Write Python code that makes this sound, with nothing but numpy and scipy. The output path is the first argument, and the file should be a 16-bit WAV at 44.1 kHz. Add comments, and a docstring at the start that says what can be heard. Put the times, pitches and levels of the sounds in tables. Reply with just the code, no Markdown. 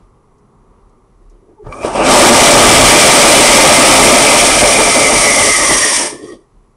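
"""A fuse spits faintly over distant traffic, then a small rocket motor pops alight and roars for four seconds.
Its flame rumbles and hisses, and the rushing gas makes the motor's steel pipe howl, like blowing over a
bottle, until it dies in hollow puffs. The table under it and a brick wall echo at once, and the loud jet
overloads a mono camera microphone. A little wind and the camera's own hiss lie underneath."""
import sys
import numpy as np
from scipy import signal
from scipy.fft import rfft, irfft, next_fast_len
from scipy.io import wavfile
from scipy.ndimage import uniform_filter1d, map_coordinates

SR = 44100
rng = np.random.default_rng(int(sys.argv[2]) if len(sys.argv) > 2 else 0)


def transcribe(u):
    """Save the signal u as a 16-bit wav file named by the first command-line argument.

    u: samples, shape (n,) or (channels, n), limited to [-1, 1]; the rate is SR.
    q: integer samples, one column per channel.
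    """
    v = np.clip(np.atleast_2d(u).T, -1, 1)
    q = np.round(v * 32767).astype(np.int16)
    wavfile.write(sys.argv[1], SR, q)


N = 298116


def burn():
    """How the fuel burns over time: hiss level, roar level and nozzle hiss over flame hiss, all in dB."""
    # The course of the burn. Each row: time in seconds, hiss level in dB, roar above the hiss in dB.
    stages = [(1.6, -81, 3), (1.65, -71, 28), (1.7, -54.5, 15.5), (1.75, -46.5, 10), (1.8, -47, 15.5),
              (1.85, -29, 12), (1.91, -34, 12), (1.98, -25.5, 9.5), (2.03, -24.5, 9), (2.09, -9, 5),
              (2.16, -2, 5), (2.4, -3.5, 1.5), (2.6, 0, 0.5), (3.3, -1, -1.7), (3.7, -2.5, -1.5),
              (4.05, -2, -0.7), (4.25, -6, -2.5), (5.1, -9, -3.5), (5.7, -10, -6.5), (5.82, -10.5, -13),
              (6, -13, -14), (6.07, -18, -12), (6.13, -34, -6), (6.22, -46.5, -5), (6.29, -42.5, -9),
              (6.34, -51, -6), (6.39, -66, 2), (6.46, -72, 7)]
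    hiss_db, above_db = curves(stages)
    shrinking_db = -19 + 6.5 * (np.arange(N) / SR - 2.15)  # the nozzle takes over as the flame shrinks
    small_flame_db = -39.5 - hiss_db  # it also leads whenever the flame is very weak
    nozzle_db = np.minimum(np.maximum(shrinking_db, small_flame_db), 3.5)
    return hiss_db, hiss_db + above_db, nozzle_db


def sputter():
    """Uneven burning, in dB: short jumps and dips, and chuffing that deepens as the flame shrinks."""
    # Single sputters. Each row: time in seconds, change of the roar in dB, half length in seconds.
    surges = [(1.672, 5, 0.011), (1.951, 4, .008), (1.961, 5, .006), (2.01, 7.5, .01), (2.058, 4, .008),
              (4.598, -10, 0.011), (4.638, 8.5, .02), (4.789, 3, .015), (4.847, -7, .012),
              (5.213, -1, 0.014), (5.331, -8, 0.011), (5.466, 1.5, .015), (5.55, -6.5, 0.045),
              (5.64, 0, .012), (5.719, 6, .012)]
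    _, _, nozzle_db = burn()
    return swells(surges) + 1.57 * amp(nozzle_db) * wobble(28)


def roar(flicker, sputter_db):
    """Swirls of burning gas roar in uneven lumps."""
    # The tone of the roar. Each row: frequency in Hz, strength in dB.
    tone = [(71, -40.5), (120, -13.5), (255, -0.5), (439, -5.5), (641, 0), (756, -6), (884, 0), (1090, -11),
            (1190, -3.5), (1410, -14.5), (1700, -16.5), (2210, -42), (3740, -120)]
    _, roar_db, _ = burn()
    level_db = roar_db + sputter_db + 0.57 * flicker + 1.5 * wobble(45)
    return amp(level_db) * noise(spectrum(tone))


def hiss(flicker):
    """The jet hisses in two places: smoothly along the flame, and with a ring at the nozzle."""
    # The hiss of the long flame. Each row: frequency in Hz, strength in dB.
    plume_tone = [(820, -39), (1400, -8), (1880, -5.5), (2040, 0.5), (2360, 0.5), (2590, -6), (3020, -2),
                  (4280, -8), (5530, -3.5), (7080, -9.5), (8510, -2), (10600, -14), (12500, -29.5),
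                  (16200, -55.5), (22000, -120)]
    # The hiss at the nozzle. Each row: frequency in Hz, strength in dB.
    nozzle_tone = [(820, -47.5), (1400, -16), (1480, -14.5), (1680, -9.5), (2020, -2), (2560, -13),
                   (2970, -18), (3910, -17.5), (4520, -11.5), (5580, -7), (7080, -8.5), (8910, -5.5),
                   (9760, -4.5), (10600, -6), (12500, -29), (16200, -63), (22000, -120)]
    # Narrow resonances that the nozzle hiss sets ringing. Each row: pitch in Hz, width in Hz, relative dB.
    rings = [(2960, 58, -5), (3270, 140, -6), (3620, 41, -7), (4740, 39, -4), (5650, 140, -2),
             (6350, 49, -3), (6590, 54, -8), (7120, 31, -8), (7660, 37, -5), (8630, 59, 0), (8900, 140, -2),
             (9570, 40, -7), (10300, 49, -7), (11300, 68, -17)]
    hiss_db, _, nozzle_db = burn()
    plume = noise(spectrum(plume_tone))
    nozzle = noise(lambda f: spectrum(nozzle_tone)(f) * (1 + amp(9.5) * np.abs(resonances(rings)(f))))
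    share = amp(nozzle_db)
    blend = (plume + share * nozzle) / np.sqrt(1 + share ** 2)  # same power for any share
    return amp(hiss_db + 0.36 * flicker + 0.74 * wobble(30) + 0.99 * wobble(200)) * blend


def rumble():
    """The flame's deep rumble rises and falls with the roar, but less steeply."""
    # The tone of the rumble. Each row: frequency in Hz, strength in dB.
    tone = [(12, -29), (25, -7.5), (46, 7), (62, -5), (78, -6.5), (100, -4.5), (125, -15), (160, -2),
            (200, -17), (260, -35), (440, -120)]
    # Its swells and dips. Each row: time in seconds, change in dB, half length in seconds.
    buffets = [(1.69, 14, .03), (2.08, 2, .04), (2.22, -7.5, 0.16), (2.6, 5, .12), (2.83, 9.5, .1),
               (3.15, -9, .06), (4.64, 7.5, .05), (6.05, -10, .3)]
    _, roar_db, _ = burn()
    level_db = -19 + .63 * roar_db + swells(buffets) + 2.0 * wobble(8.3)
    return amp(level_db) * noise(spectrum(tone))


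def pipe_howl(sputter_db):
    """The gas blows three breathy notes in the pipe; the top one gains an overtone as the jet thins."""
    # The notes sink as the pipe cools. Each row: time in seconds, low, middle and howl pitch in Hz,
    # starting point for the notes' half widths in Hz, relative levels of middle note and howl in dB.
    notes = [(1.65, 381, 1006, 2300, 60, -5, 0), (1.7, 457, 1150, 2320, 169.8, 0, 7),
             (1.745, 480.1, 1150, 2340, 169.8, 14, 1), (1.8, 497.6, 1200, 2400, 190.4, 9, 9.5),
             (1.88, 600, 1288, 2700, 499, -17, -3), (2.03, 610, 1520, 2490, 600, -6, 2.5),
             (2.15, 630.8, 1203, 2200, 500, -19, -22), (2.65, 640, 1199, 2207, 499.5, -7.5, -16),
             (3.05, 629.6, 1196, 2220, 498.7, -15, -9), (4.1, 630.5, 1232, 2282, 450.4, -11.5, -7),
             (4.5, 621.8, 1249, 2359, 330.2, -15, -7), (5.2, 583.2, 1204, 2147, 270, -12, -3),
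             (5.5, 543, 1193, 2032, 200, -10, -2.5), (5.87, 481, 1090, 1910, 160, -11.5, -6),
             (6, 440, 972, 1757, 200, -13, -15.5), (6.14, 385.7, 1040, 1763, 120.5, -9, -4),
             (6.28, 372, 1160, 1907, 130, -1, -1), (6.45, 370, 1160, 1900, 100, 3, 3)]
    low_hz, mid_hz, howl_hz, spread_hz, mid_db, howl_db = curves(notes)
    hiss_db, roar_db, nozzle_db = burn()
    spread_hz = np.abs(spread_hz)  # wider when the flow is rough
    low_db = roar_db - 4 - .56 * np.maximum(roar_db + 10, 0)  # grows more slowly once the roar is loud
    low = amp(low_db + sputter_db) * breathy_note(low_hz, np.minimum(spread_hz, 190))
    middle = amp(hiss_db + mid_db) * breathy_note(mid_hz, np.minimum(spread_hz, 120))
    howl_gain = amp(hiss_db + howl_db - 2.0 + .3 * sputter_db + 1.8 * wobble(25))
    howl = howl_gain * breathy_note(howl_hz, .75 * spread_hz)
    overtone = amp(hiss_db - 23 + 2.8 * nozzle_db) * breathy_note(2.95 * howl_hz, 110)
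    return low + middle + howl + overtone


def puffs():
    """Slow gas blows over the pipe's mouth; only the stronger last gasps reach its upper notes."""
    # The notes of the air in the cool pipe. Each row: pitch in Hz, width in Hz, strength in dB.
    pipe = [(370, 80, 0), (3300, 200, -29), (4740, 90, -30)]
    # Puffs before the motor lights. Each row: time in seconds, peak level in dB, half length in seconds.
    first_puffs = [(0.96, -63, .05), (1.22, -52, .04), (1.35, -50, .05), (1.438, -48, .02),
                   (1.51, -43, .04)]
    # The last gas leaving. Each row: time in seconds, peak level in dB, half length in seconds.
    last_gasps = [(6.05, -31, 0.036), (6.14, -26, .03), (6.185, -38, .02), (6.24, -27, 0.032),
                  (6.325, -27.5, 0.04), (6.41, -48.5, .03)]
    lowest, upper = resonances(pipe[:1]), resonances(pipe[1:])
    dull = noise(lambda f: lowest(f) / (1 + (f / 900) ** 2))
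    hollow = noise(lambda f: lowest(f) / (1 + (f / 600) ** 4) + upper(f))
    return swells(first_puffs, amp) * dull + swells(last_gasps, amp) * hollow


def hoot():
    """The first hot gas hoots in the pipe, sliding down; a fainter, higher note comes just ahead."""
    peak_s, fall_hz_per_s = 1.62, 1100
    hz = np.clip(395 - fall_hz_per_s * (np.arange(N) / SR - peak_s), 100, 1000)
    lower = swells([(peak_s, -37, 0.031)], amp) * breathy_note(hz, 39.9)
    upper = swells([(peak_s - 0.027, -50, 0.031)], amp) * breathy_note(2.05 * hz, 30)
    return lower + upper


def pops():
    """The fuel catches in pops, each a quickly dying tone with a crack of dull noise."""
    # The pops. Each row: start in seconds, level in dB, pitch in Hz, seconds to fade by 60 dB,
    # amount of crack.
    ignition = [ (1.667, -19, 120, .06, .09), (1.7245, -17, 1160, .04, .35), (1.7245, -22, 2350, .04, .1),
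                (1.812, -19, 470, .02, .3), (1.832, -13, 2400, .012, .45), (1.848, 2.5, 490, 0.023, 0.15)]
    track, t = np.zeros(N + SR), np.arange(SR // 10) / SR
    for start, db, hz, fade_s, crack in ignition:
        tone = (1 - np.exp(-t / .0006)) * np.sin(2 * np.pi * hz * t)
        snap = crack * uniform_filter1d(rng.standard_normal(len(t)), size=5)
        track[round(start * SR):][:len(t)] += amp(db - 60 * t / fade_s) * (tone + snap)
    return track[:N]


def fuse():
    """The burning fuse spits, each time a dying fizz of bright noise."""
    # The spits. Each row: start in seconds, relative level in dB, seconds to fade by 60 dB.
    spits = [(0.3827, -55, 0.06), (0.895, -53, 0.03), (1.2976, -49, 0.07)]
    t = np.arange(N) / SR
    fades = sum(amp(db - 8 - 60 * np.maximum(t - start, 0) / fade_s) * (t >= start)
                for start, db, fade_s in spits)
    return fades * noise(lambda f: resonances([(6200, 3600, 0)])(f) ** 2)


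def with_echoes(sound):
    """The sound, its quick bounces off table and wall, and a short wash from walls and paving."""
    # Bounces off the table and the wall. Each row: delay in seconds, level in dB.
    bounces = [(.00169, -24), (.00252, -30.5), (.003, -23.5), (.00335, -26.5), (.00442, -34),
               (.00611, -22.5), (.00743, -23.5)]
    near = filtered(sound, lambda f: 1 + sum(amp(db) * np.exp(-2j * np.pi * f * s) for s, db in bounces))
    t, fade_s = np.arange(SR // 8) / SR, 0.067
    tail = rng.standard_normal(len(t)) * amp(-60 * t / fade_s) * (t > .004)
    wash = signal.fftconvolve(sound, tail / np.linalg.norm(tail))[:N]
    return near + amp(-10.5) * wash


def traffic():
    """Far traffic drones and slowly fades."""
    # The tone of the traffic. Each row: frequency in Hz, strength in dB.
    tone = [(12, -31.5), (20, -3.5), (43, -3.5), (64, -15), (90, -9), (138, -11), (171, -15), (194, -11.5),
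            (330, -18), (391, -11), (585, -24.5), (724, -23), (1150, -18.5), (1660, -40), (3200, -51),
            (4160, -78), (7040, -120)]
    level_db = -48 - .7 * np.arange(N) / SR + 1.2 * wobble(2.8)
    return amp(level_db) * noise(spectrum(tone))


def wind():
    """Wind pushes on the microphone in soft, very low swells."""
    # The gusts. Each row: time in seconds, peak level in dB, half length in seconds.
    gusts = [(0, -40, 0.071), (0.8, -50, 0.18), (1.15, -54, .1), (1.33, -46.5, .15), (1.67, -30, 0.032),
             (6.58, -46.5, .14)]
    return swells(gusts, amp) * noise(resonances([(36.2, 6.2, 0)]))


def camera():
    """The camera's electronics add a faint hiss and thin whines."""
    # The whines. Each row: pitch in Hz, relative level in dB, how far the wave wanders in radians.
    whines = [(5840, -88.5, .1), (10207, -88.5, .3), (10120, -83.5, 1.1), (11800, -94.5, .6)]
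    # The tone of the hiss. Each row: frequency in Hz, strength in dB.
    tone = [(1200, -19), (2000, -2.5), (2600, -11), (4000, -12.5), (9800, -12), (10800, -16.5),
            (12000, -23), (12600, -59.5)]
    t = np.arange(N) / SR
    whine = sum(amp(db + 6.5) * np.sin(2 * np.pi * hz * t + wander * wobble(250))
                for hz, db, wander in whines)
    return amp(-70) * noise(spectrum(tone)) + whine


def amp(db):
    """Turn decibels (dB) into a number to multiply by."""
    return 10 ** (np.asarray(db) / 20)


def unit(x):
    """Scale a sound to an average power of 1."""
    return x / np.sqrt(np.mean(x ** 2) + 1e-20)


def spectrum(points):
    """A filter shape that joins (Hz, dB) points along a logarithmic frequency scale."""
    hz, db = np.transpose(points)
    return lambda f: amp(np.interp(np.log(f + 1), np.log(hz + 1), db))


def resonances(peaks):
    """A filter shape that rings at each (pitch in Hz, width in Hz, dB) peak."""
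    return lambda f: sum((-1) ** k * amp(db) * 1j * f * width / (hz * hz - f * f + 1j * f * width)
                         for k, (hz, width, db) in enumerate(peaks))


def filtered(x, shape):
    """Pass a sound through a filter shape, which gives a gain for each frequency."""
    size = next_fast_len(N + SR // 2)
    return irfft(rfft(x, size) * shape(np.fft.rfftfreq(size, 1 / SR)), size)[:N]


def noise(shape):
    """Noise of power 1, coloured by a filter shape."""
    return unit(filtered(rng.standard_normal(N), shape))


def breathy_note(hz, half_width_hz):
    """A narrow band of noise that follows the pitch hz; a wider band flutters faster."""
    phase = 2 * np.pi * np.cumsum(hz) / SR
    clock = np.cumsum(2 * half_width_hz * np.ones(N)) / SR
    flutter = [unit(map_coordinates(rng.standard_normal(9000), [clock % 8990])) for _ in range(2)]
    return flutter[0] * np.cos(phase) + flutter[1] * np.sin(phase)


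def curves(rows):
    """Join rows that start with a time into one curve per column; -120 (silence in dB) outside them."""
    times, *columns = np.transpose(rows)
    return [np.interp(np.arange(N) / SR, times, column, -120, -120) for column in columns]


def wobble(rate):
    """A smooth curve through rate random values a second."""
    return map_coordinates(rng.standard_normal(int(N * rate / SR) + 4), [np.arange(N) * rate / SR])


def swells(rows, scale=np.asarray):
    """Add up smooth bumps, one per (time, size, half length) row; scale=amp turns dB sizes into gains."""
    steps = np.arange(0, N, 32)
    bumps = sum(scale(size) * np.exp(-((steps / SR - s) / half) ** 2) for s, size, half in rows)
    return np.interp(np.arange(N), steps, bumps)


def scene():
    """The motor and its echoes, over traffic, wind and camera hiss."""
    sputter_db = sputter()
    flicker = wobble(9)  # uneven burning, shared by roar and hiss
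    flame = roar(flicker, sputter_db) + hiss(flicker) + rumble()
    motor = flame + pipe_howl(sputter_db) + puffs() + hoot() + pops() + fuse()
    return np.tile(with_echoes(motor) + traffic() + wind() + camera(), (2, 1))


def record(dry):
    """The mono microphone misses the highest treble, loud peaks are flattened, the converter dulls them."""
    # Treble loss in the digital converter, after the overload. Each row: frequency in Hz, gain in dB.
    converter = [(9000, -1), (11000, -2.5), (12200, -9.5), (15600, -10)]
    mic_top_hz, converter_top_hz = 12400, 15650
    ceiling, hardness = .72, 9
    heard = filtered(dry[0], lambda f: 1 / (1 + (f / mic_top_hz) ** 40))
    clipped = heard / (1 + np.abs(heard / ceiling) ** hardness) ** (1 / hardness)
    dulled = filtered(clipped, lambda f: spectrum(converter)(f) / (1 + (f / converter_top_hz) ** 400))
    return np.tile(dulled, (2, 1))


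dry = scene()
out = record(dry)
transcribe(out)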